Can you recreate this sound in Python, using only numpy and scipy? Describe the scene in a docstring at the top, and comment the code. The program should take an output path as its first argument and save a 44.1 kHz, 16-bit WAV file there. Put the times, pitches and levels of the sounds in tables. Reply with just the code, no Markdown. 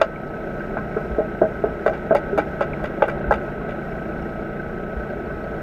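"""A sharp clack over rushing water and a pump's hum: a swimming pool, heard from a camera in an underwater
housing. Finned swimmers make a run of knocks, about four a second: sharp clacks open it, dull thuds crowd its
middle, and more sharp clacks follow; each excites the resonances of the housing and is reflected between the
walls. Bubbles blip as their air oscillates, a few fin beats push the water, and the camera's electronics add a
faint whine."""
import sys
import numpy as np
from scipy import signal
from scipy.fft import rfft, irfft, next_fast_len
from scipy.io import wavfile
from scipy.ndimage import uniform_filter1d, minimum_filter1d, map_coordinates

SR = 44100
rng = np.random.default_rng(int(sys.argv[2]) if len(sys.argv) > 2 else 0)


def output_pcm(signal):
    """Save a mono or channel-first signal as 16-bit PCM at the path in sys.argv[1].

    Samples are clipped to [-1, 1] before scaling.
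    """
    pcm = np.clip(np.atleast_2d(signal).T, -1, 1) * 32767
    wavfile.write(sys.argv[1], SR, np.round(pcm).astype(np.int16))


N = 247842
LEAD_S = .012  # quiet run-in before each knock


def thuds():
    """Impact and free decay: a soft blow thumps at its own pitch and leaves three modes ringing."""
    # t/s, body level/dB, tilt/(dB per octave), thump f/Hz, thump level/dB, ring level/dB
    blows = [(.965, -42, 9.5, 427, -3.5, -22), (1.184, -35, -3, 446, -3.5, -8),
             (1.416, -28, -2.5, 361, 0, -6), (1.639, -34, 0, 433, -0.5, -17.5),
             (1.863, -45, 4, 437, -4, -8), (2.109, -28, -0.5, 400, -5, -19)]
    # modes left ringing: f/Hz, relative level/dB, T60/s
    modes = [(439, -17.5, 0.29), (633, -4, 0.19), (799, -15, 0.15)]
    # body bands, low to high: relative level/dB
    body_db = [-17, -3.5, 1, -16.5, -22, -15]
    # timbre common to all thuds: the last seven arguments of knock(), six in dB and one in s
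    timbre = (0, -66, -10, -93, -4.5, 2, .007)
    out = np.zeros(N)
    for s, level_db, tilt_db, thump_hz, thump_db, ring_db in blows:
        add(out, s - LEAD_S, knock(body_db, level_db, tilt_db, *timbre))
        add(out, s, amp(thump_db) * ring(thump_hz, t60=.045, attack_s=.005))
        for (hz, db, t60), lag_cycles in zip(modes, rng.random(len(modes))):
            mode = ring(hz, t60, attack_s=.006, wander_rad=.45)
            add(out, s + .008 + lag_cycles / hz, amp(ring_db + db) * mode)
    return out


def clacks():
    """Hard impact: a brief force has a wide spectrum, so clatter and click top a sagging low thump."""
    # t/s, thump level/dB, body level/dB, tilt/(dB per octave), hollowness/dB, clatter level/dB,
    # upper re lower clatter/dB, click level/dB, upper re lower click/dB, echo level/dB, scrape time/s
    blows = [(0.0147, -23, -30, 1.5, -3, -45, -1.5, -55.5, -16, -19.5, 0.0029),
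             (0.77, -46, -45, 7.5, 1, -57, -20, -86, -19, -4, 0.0053),
             (1.8625, -29, -31.5, 0, -9.5, -46.5, -12, -67, -8.5, 0.5, 0.0038),
             (1.932, -39, -58.5, 10.5, 8, -56, -8.5, -77.5, -14.5, -1, 0.0036),
             (2.1493, -15, -32, -2, 3, -47, -9, -62.5, -5.5, -1.5, 0.0041),
             (2.377, -24, -43, 9.5, 7, -53.5, -3, -66.5, -9, -2.5, 0.0053),
             (2.3842, -8, -39, 0, 10.5, -47.5, -11, -67, -4.5, -7, 0.002),
             (2.6085, -17, -35, 2.5, -0.5, -51, -5, -67, -11, -2.5, 0.0052),
             (2.84, -19.5, -48.5, 7.5, 1, -51.5, -8, -70.5, -7.5, 0, 0.0043),
             (3.022, -5, -31.5, 1, 6.5, -47.5, -4, -71, -9, -6, .003),
             (3.082, -14.5, -47.5, 10, 0, -50.5, -10.5, -71.5, -3.5, -0.5, .006),
             (3.3093, -9, -36, 6.5, 6, -69, -7, -68, -26, -25, .0028),
             (3.3228, -14, -42, 7, 9, -45.5, -10, -68, -4.5, 1, 0.0024),
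             (3.69, -38, -50.5, -1.5, -6, -60, -3.5, -79.5, -6, 3, 0.0032)]
    # body bands, low to high: relative level/dB
    body_db = [ -30.5, -9.5, 3.5, -6, -12.5, -7]
    thump = ring(485, t60=.046, attack_s=.0016, glide=-.11)
    out = np.zeros(N)
    for s, thump_db, *blow in blows:
        add(out, s + .002, amp(thump_db) * thump)
        add(out, s - LEAD_S, knock(body_db, *blow))
    return out


def knock(body_db, level_db, tilt_db, hollow_db, clatter_db, upper_clatter_db,
          click_db, upper_click_db, echo_db, scrape_s):
    """Source and filter: the pressure of a blow drives the housing, each band to its given level."""
    # bands of the body, the clatter and the click: lower f/Hz, upper f/Hz
    body_bands = [(180, 280), (300, 470), (540, 700), (760, 940), (1020, 1200), (1280, 1700)]
    clatter_bands = [(1850, 2400), (2600, 3700)]
    click_bands = [(4000, 7000), (8800, 14000)]
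    bands = body_bands + clatter_bands + click_bands
    pivot_hz, hollow_hz, hollow_width_hz = 617, 840, 100
    t = np.arange(2 * (SR // 8)) / SR
    hz = np.fft.rfftfreq(len(t), 1 / SR)
    case, pressure = housing(hz), arrival(t, hz, echo_db, scrape_s)
    centres = np.mean(body_bands, axis=1)
    hollow = hollow_db * np.exp(-((centres - hollow_hz) / hollow_width_hz) ** 2)
    body = level_db + tilt_db * np.log2(centres / pivot_hz) + hollow + body_db
    band_db = np.r_[body, clatter_db, clatter_db + upper_clatter_db, click_db, click_db + upper_click_db]
    carried = [np.linalg.norm((pressure * case)[(hz > lo) & (hz < hi)]) / len(t) for lo, hi in bands]
    log_gain = np.log(amp(band_db) / carried)
    colour = np.exp(np.interp(hz, np.ravel(bands), np.repeat(log_gain, 2)))
    blow = irfft(pressure * minimum_phase(case * colour))
    return np.roll(blow, round(LEAD_S * SR)) * signal.windows.tukey(len(t), LEAD_S / t[-1])


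def housing(hz):
    """Resonant transmission: the modes of the case, summed in power, pass pressure to the microphone."""
    # resonances: f/Hz, bandwidth/Hz, level/dB
    modes = [(220, 90, -18), (370, 110, -5), (450, 60, -3), (580, 80, -1), (645, 80, 0), (830, 100, -6),
             (1060, 130, -16), (1330, 140, -9), (1530, 170, -9), (1950, 180, -20), (2300, 260, -24),
             (2750, 350, -27), (3500, 700, -35), (4700, 1000, -40), (6500, 1600, -45), (9300, 1800, -50),
             (12500, 3500, -55)]
    gains = [amp(db) / (1 + (2 * (hz - centre) / width) ** 2) for centre, width, db in modes]
    return np.sqrt(sum(gain ** 2 for gain in gains))


def arrival(t, hz, echo_db, scrape_s):
    """Multipath propagation: the spectrum of a direct pulse, its scrape, two wall echoes and a tail."""
    # paths through the pool: f/Hz, direct level/dB, factor on scrape time, echo level/dB, tail level/dB
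    paths = [(750, -1, .55, -11, -11), (1500, -5, .8, -5, -10), (2600, -14, 1.15, -1, -9),
             (6000, -14, 1, -1, -14), (11000, -3, .3, -10, -28)]
    near_s, far_s, spread_s, tail_t60 = .014, .031, .005, .09
    bounce_loss_db, crackle_db = 10, 5
    grains = rng.standard_normal(len(t)) * amp(crackle_db * rng.standard_normal(len(t)))

    def cloud(envelope):
        """Scattering: grains of unit energy under an envelope."""
        return grains * envelope / np.linalg.norm(grains * envelope)

    def cluster(delay, spread):
        """Time spreading: grains build up quickly and die away."""
        age = np.maximum(t - delay, 0) / spread
        return cloud(np.sqrt(age) * np.exp(-age))

    walls = cluster(near_s, spread_s) + amp(-bounce_loss_db) * cluster(far_s, spread_s)
    tail = cloud(amp(-60 * t / tail_t60) * np.minimum(t / near_s, 1))
    log_hz = np.log([row[0] for row in paths])
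    pressure = 0
    for (_, direct_db, stretch, walls_db, tail_db), band in zip(paths, np.eye(len(paths))):
        scattered = cluster(0, stretch * scrape_s) + amp(echo_db + walls_db) * walls + amp(tail_db) * tail
        crossfade = np.interp(np.log(hz + 1), log_hz, band)
        pressure = pressure + crossfade * (amp(direct_db) + rfft(scattered))
    return pressure


def water():
    """Flow noise: low surges, the swimmers' wash and their foam's fizz and hiss share one level curve."""
    # loudness of the water, ducked by the camera's gain control after the first clack,
    # then following the flow: t/s, level/dB
    loudness = [(0, 0.5), (.1, -2.5), (.35, 0.3), (.8, 0.5), (1.6, 0.95), (3.2, 2.55), (3.6, 1.5),
                (4.8, -0.5), (5.62, 0.9)]
    # spectra of the four layers: f/Hz, relative density level/dB
    surge_spectrum = [(15, -16), (23, -10), (29, -6), (37, -7), (44, -4), (57, 1), (70, -4), (88, -7),
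                      (102, -10), (135, -7), (200, -6), (235, -8), (275, -10), (340, -28)]
    wash_spectrum = [(250, 1), (285, -9), (310, -3.5), (328, 4.5), (352, 1.5), (385, 2), (455, 2.5),
                     (490, -5), (530, -4), (575, 2), (660, 0), (720, -4.5), (810, -7), (980, -16.5),
                     (1200, -17.5), (1400, -52.5)]
    fizz_spectrum = [(1000, -34.5), (1200, -23), (1270, -1.5), (1420, -1.5), (1520, 6), (1620, -4),
                     (1700, -6), (1765, -20), (1850, -6), (1980, -7), (2080, -10), (2250, -13.5),
                     (3000, -22.5), (4200, -32)]
    hiss_spectrum = [(2800, -29), (3800, -0.5), (4500, 1), (4900, -3), (5400, 4), (5800, -3.5),
                     (6500, -2.5), (7400, -8.5), (9000, -8), (11000, -15), (12000, -2.5), (14000, -22),
                     (14600, -27)]
    swells_per_s = 6.4
    level_db = np.interp(clock(), *np.transpose(loudness))
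    surge = amp(-37.5 + 1.6 * level_db + wobble(swells_per_s)) * rush(surge_spectrum, patchy_db=.25)
    wash = amp(-32.5 + level_db) * rush(wash_spectrum, patchy_db=1.37)
    fizz = amp(-41.5 + .84 * level_db) * rush(fizz_spectrum, patchy_db=1)
    hiss = amp(-68.5 + .69 * level_db - 1.5 * wobble(swells_per_s)) * rush(hiss_spectrum, patchy_db=1.2)
    return surge + wash + fizz + hiss


def fins():
    """Displacement of water: a strong fin beat reaches the case as a short, low throb of pressure."""
    # fin beats: t/s, level/dB
    beats = [(1.107, -10.5), (2.816, -15), (3.274, -10), (4.964, -11.5)]
    out = np.zeros(N)
    for s, db in beats:
        add(out, s, amp(db) * ring(55.7, t60=.14, attack_s=.014))
    return out


def large_bubbles(decay_cycles):
    """Bubble resonance: air dragged under rings at a pitch set by its size, all with the same Q."""
    # bubbles: t/s, f/Hz, level/dB, pitch glide
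    blips = [(0.159, 2220, -25, 0.063), (.594, 4740, -44, 0), (0.597, 2770, -38, 0.014),
             (0.605, 1513, -18, 0.062), (1.887, 690, -15.5, .05), (2.120, 629, -10.5, 0.296),
             (2.329, 399, -13, 0), (2.375, 309, -19.5, -0.087), (2.733, 2470, -18.5, -0.31),
             (3.241, 1510, -23, 0.054), (3.607, 1100, -30.5, 0), (4.222, 5300, -40, 0.024),
             (5.101, 4330, -46, 0), (5.259, 4400, -43, 0), (5.440, 4350, -40, .05), (5.461, 624, -27, 0.07),
             (5.471, 1530, -23, 0.095)]
    out = np.zeros(N)
    for s, hz, db, glide in blips:
        add(out, s, amp(db) * ring(hz, t60=decay_cycles / hz, attack_s=.002, glide=glide))
    return out


def small_bubbles(count, level_db, centre_hz, log_spread, decay_cycles):
    """Bubble resonance at random times: the smaller the bubble, the higher and fainter its blip."""
    out = np.zeros(N)
    for when, smallness, weakness in rng.random((count, 3)):
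        hz = centre_hz * np.exp(log_spread * (2 * smallness - 1))
        blip = ring(hz, t60=decay_cycles / hz, attack_s=2 / hz, glide=.028)
        add(out, when * N / SR, amp(level_db - 10 * weakness) * (centre_hz / hz) ** 2 * blip)
    return out


def pump(waver_db, drift_rad):
    """Rotating machinery: low orders waver in the moving water, under a putter and a thin whistle."""
    # line spectrum of the hum: f/Hz, relative level/dB
    lines = [(29.6, -44), (58.5, -53.5), (118, -49), (148.3, -41), (162.5, -49), (177.4, -42), (192.3, -49),
             (207, -40.5), (223.5, -42), (236.8, -49.5), (266, -52.5), (329, -52)]
    # loudness of hum and putter, recovering from the camera's gain dip after the first clack,
    # then drifting slowly: t/s, level/dB
    loudness = [(0, -5), (.7, 0.5), (2, -1), (4.2, 1), (5.62, -1.5)]
    t = clock()
    hum = 0
    for hz, db in lines:
        waver = amp(waver_db * wobble(7.6))
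        hum = hum + amp(db) * unit(waver * np.sin(2 * np.pi * hz * t + drift_rad * wobble(6)))
    whistle_gain = amp(-43.5 + .49 * wobble(5))
    whistle = unit(np.sin(2 * np.pi * 1295.5 * t + .082 * wobble(.47)))
    gain = amp(np.interp(t, *np.transpose(loudness)))
    return gain * (hum + pump_strokes()) + whistle_gain * whistle


def pump_strokes():
    """Periodic excitation: each turn of the pump sends a low pulse and a short rasp through the pipes."""
    # spectra of the pulse and the rasp: f/Hz, relative density level/dB
    pulse_spectrum = [(230, -35.5), (310, -12.5), (345, 3), (450, -1.5), (500, -8.5), (600, -0.5),
                      (700, -3.5), (790, -2.5), (860, -14), (980, -22), (1300, -43)]
    rasp_spectrum = [(1200, -30), (1400, -10), (1525, 4.5), (1640, -12.5), (1770, -29), (1950, -15.5),
                     (2100, -25.5), (2260, -11), (2420, -36.5), (2570, -14.5), (2700, -33), (2830, -22),
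                     (3200, -47)]
    turn_hz, first_stroke_s, scatter_db = 29.59, .0305, 1
    rasp_attack_s, rasp_length_s = .003, .016
    age_s = (clock() - first_stroke_s) * turn_hz % 1 / turn_hz
    pulses = (np.diff(age_s, prepend=0) < 0) * amp(scatter_db * wobble(turn_hz))
    hz = np.fft.rfftfreq(2 * (SR // 8), 1 / SR)
    pipe_response = irfft(minimum_phase(coloured(pulse_spectrum, hz) + amp(-90)))
    putter = signal.fftconvolve(pulses, pipe_response)[:N]
    gate = (1 - np.exp(-age_s / rasp_attack_s)) * np.exp(-(age_s / rasp_length_s) ** 2)
    rasp = gate * rush(rasp_spectrum, patchy_db=2)
    return amp(-40) * unit(putter) + amp(-44) * unit(rasp)


def whine(buzz_db, frame_hz):
    """Amplitude modulation: narrow noise bands pulse at the frame rate beside steady electronic tones."""
    # tones: f/Hz, rms level/dB
    lines = [(3898, -80), (3957, -79), (7853, -88), (7913, -85), (11719, -88), (11779, -80), (11838, -81),
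             (11898, -88)]
    # noise bands: f/Hz, relative density level/dB
    buzz_spectrum = [(7500, -43), (7900, -2.5), (8250, -16.5), (11300, -31.5), (11800, 3), (12300, -16.5)]
    t = clock()
    tones = sum(amp(db) * unit(np.sin(2 * np.pi * hz * t)) for hz, db in lines)
    buzz = rush(buzz_spectrum, patchy_db=-2) * (1 + np.cos(2 * np.pi * frame_hz * t))
    return tones + amp(buzz_db) * unit(buzz)


def ring(hz, t60, attack_s, glide=0, wander_rad=0):
    """Damped oscillator: its frequency shifts by the fraction 2 * glide per t60; its phase may wander."""
    t = np.arange(SR // 4) / SR
    drift = wander_rad * wobble(70)[:len(t)] if wander_rad else 0
    phase = 2 * np.pi * hz * t * (1 + glide * t / t60) + drift
    return np.sin(phase) * amp(-60 * t / t60) * (1 - np.exp(-t / attack_s))


def rush(spectrum, patchy_db):
    """Coloured noise of unit rms, its gain varying in random patches of time and frequency."""
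    cells = signal.stft(rng.standard_normal(N), nperseg=512)[2]
    patches = uniform_filter1d(rng.standard_normal(cells.shape), size=4, axis=0)
    patches = uniform_filter1d(patches, size=3, axis=1)
    noise = signal.istft(cells * amp(patchy_db * unit(patches)), nperseg=512)[1][:N]
    return unit(filtered(noise, lambda hz: coloured(spectrum, hz)))


def coloured(spectrum, hz):
    """Band-pass gain through (f/Hz, level/dB) points on a logarithmic frequency axis."""
    f, db = np.transpose(spectrum)
    return amp(np.interp(np.log(hz + 1), np.log(f), db, left=-120, right=-120))


def minimum_phase(gain):
    """Causality: a response of this magnitude that rings only after the blow."""
    cepstrum = irfft(np.log(gain + 1e-9))
    half = len(cepstrum) // 2
    return np.exp(rfft(np.r_[cepstrum[0], 2 * cepstrum[1:half], np.zeros(half)]))


def filtered(x, response):
    """Linear filtering: the spectrum of x times a frequency response."""
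    size = next_fast_len(len(x) + SR // 4)
    return irfft(rfft(x, size) * response(np.fft.rfftfreq(size, 1 / SR)), size)[:len(x)]


def wobble(rate):
    """Random modulation: a smooth curve with rate knots a second."""
    return map_coordinates(rng.standard_normal(int(N * rate / SR) + 4), [np.arange(N) * rate / SR])


def add(track, s, sound):
    """Superpose a sound on the track at time s."""
    start = max(round(s * SR), 0)
    track[start:start + len(sound)] += sound[:max(N - start, 0)]


def amp(db):
    return 10 ** (np.asarray(db) / 20)


def unit(x):
    return x / np.sqrt(np.mean(x ** 2) + 1e-20)


def clock():
    return np.arange(N) / SR


def scene():
    """Superposition: knocks, fin beats and bubbles over the water, the pump and the whine."""
    stray = small_bubbles(count=300, level_db=-39, centre_hz=2500, log_spread=.33, decay_cycles=22)
    crackle = small_bubbles(count=320, level_db=-49, centre_hz=5600, log_spread=.45, decay_cycles=20)
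    bubbles = large_bubbles(decay_cycles=62) + stray + crackle
    electronics = whine(buzz_db=-86, frame_hz=59.9)
    background = water() + pump(waver_db=1, drift_rad=.91) + electronics
    return (thuds() + clacks() + fins() + bubbles + background)[None]


def record(dry):
    """Peak and band limiting: a fast gain dip holds down the loudest peaks; the top treble is cut."""
    ceiling, top_hz = .96, 15300
    needed = ceiling / np.maximum(np.abs(dry[0]), ceiling)
    gain = uniform_filter1d(minimum_filter1d(needed, size=200), size=200)
    return filtered(gain * dry[0], lambda hz: hz < top_hz)[None]


dry = scene()
out = record(dry)
output_pcm(out)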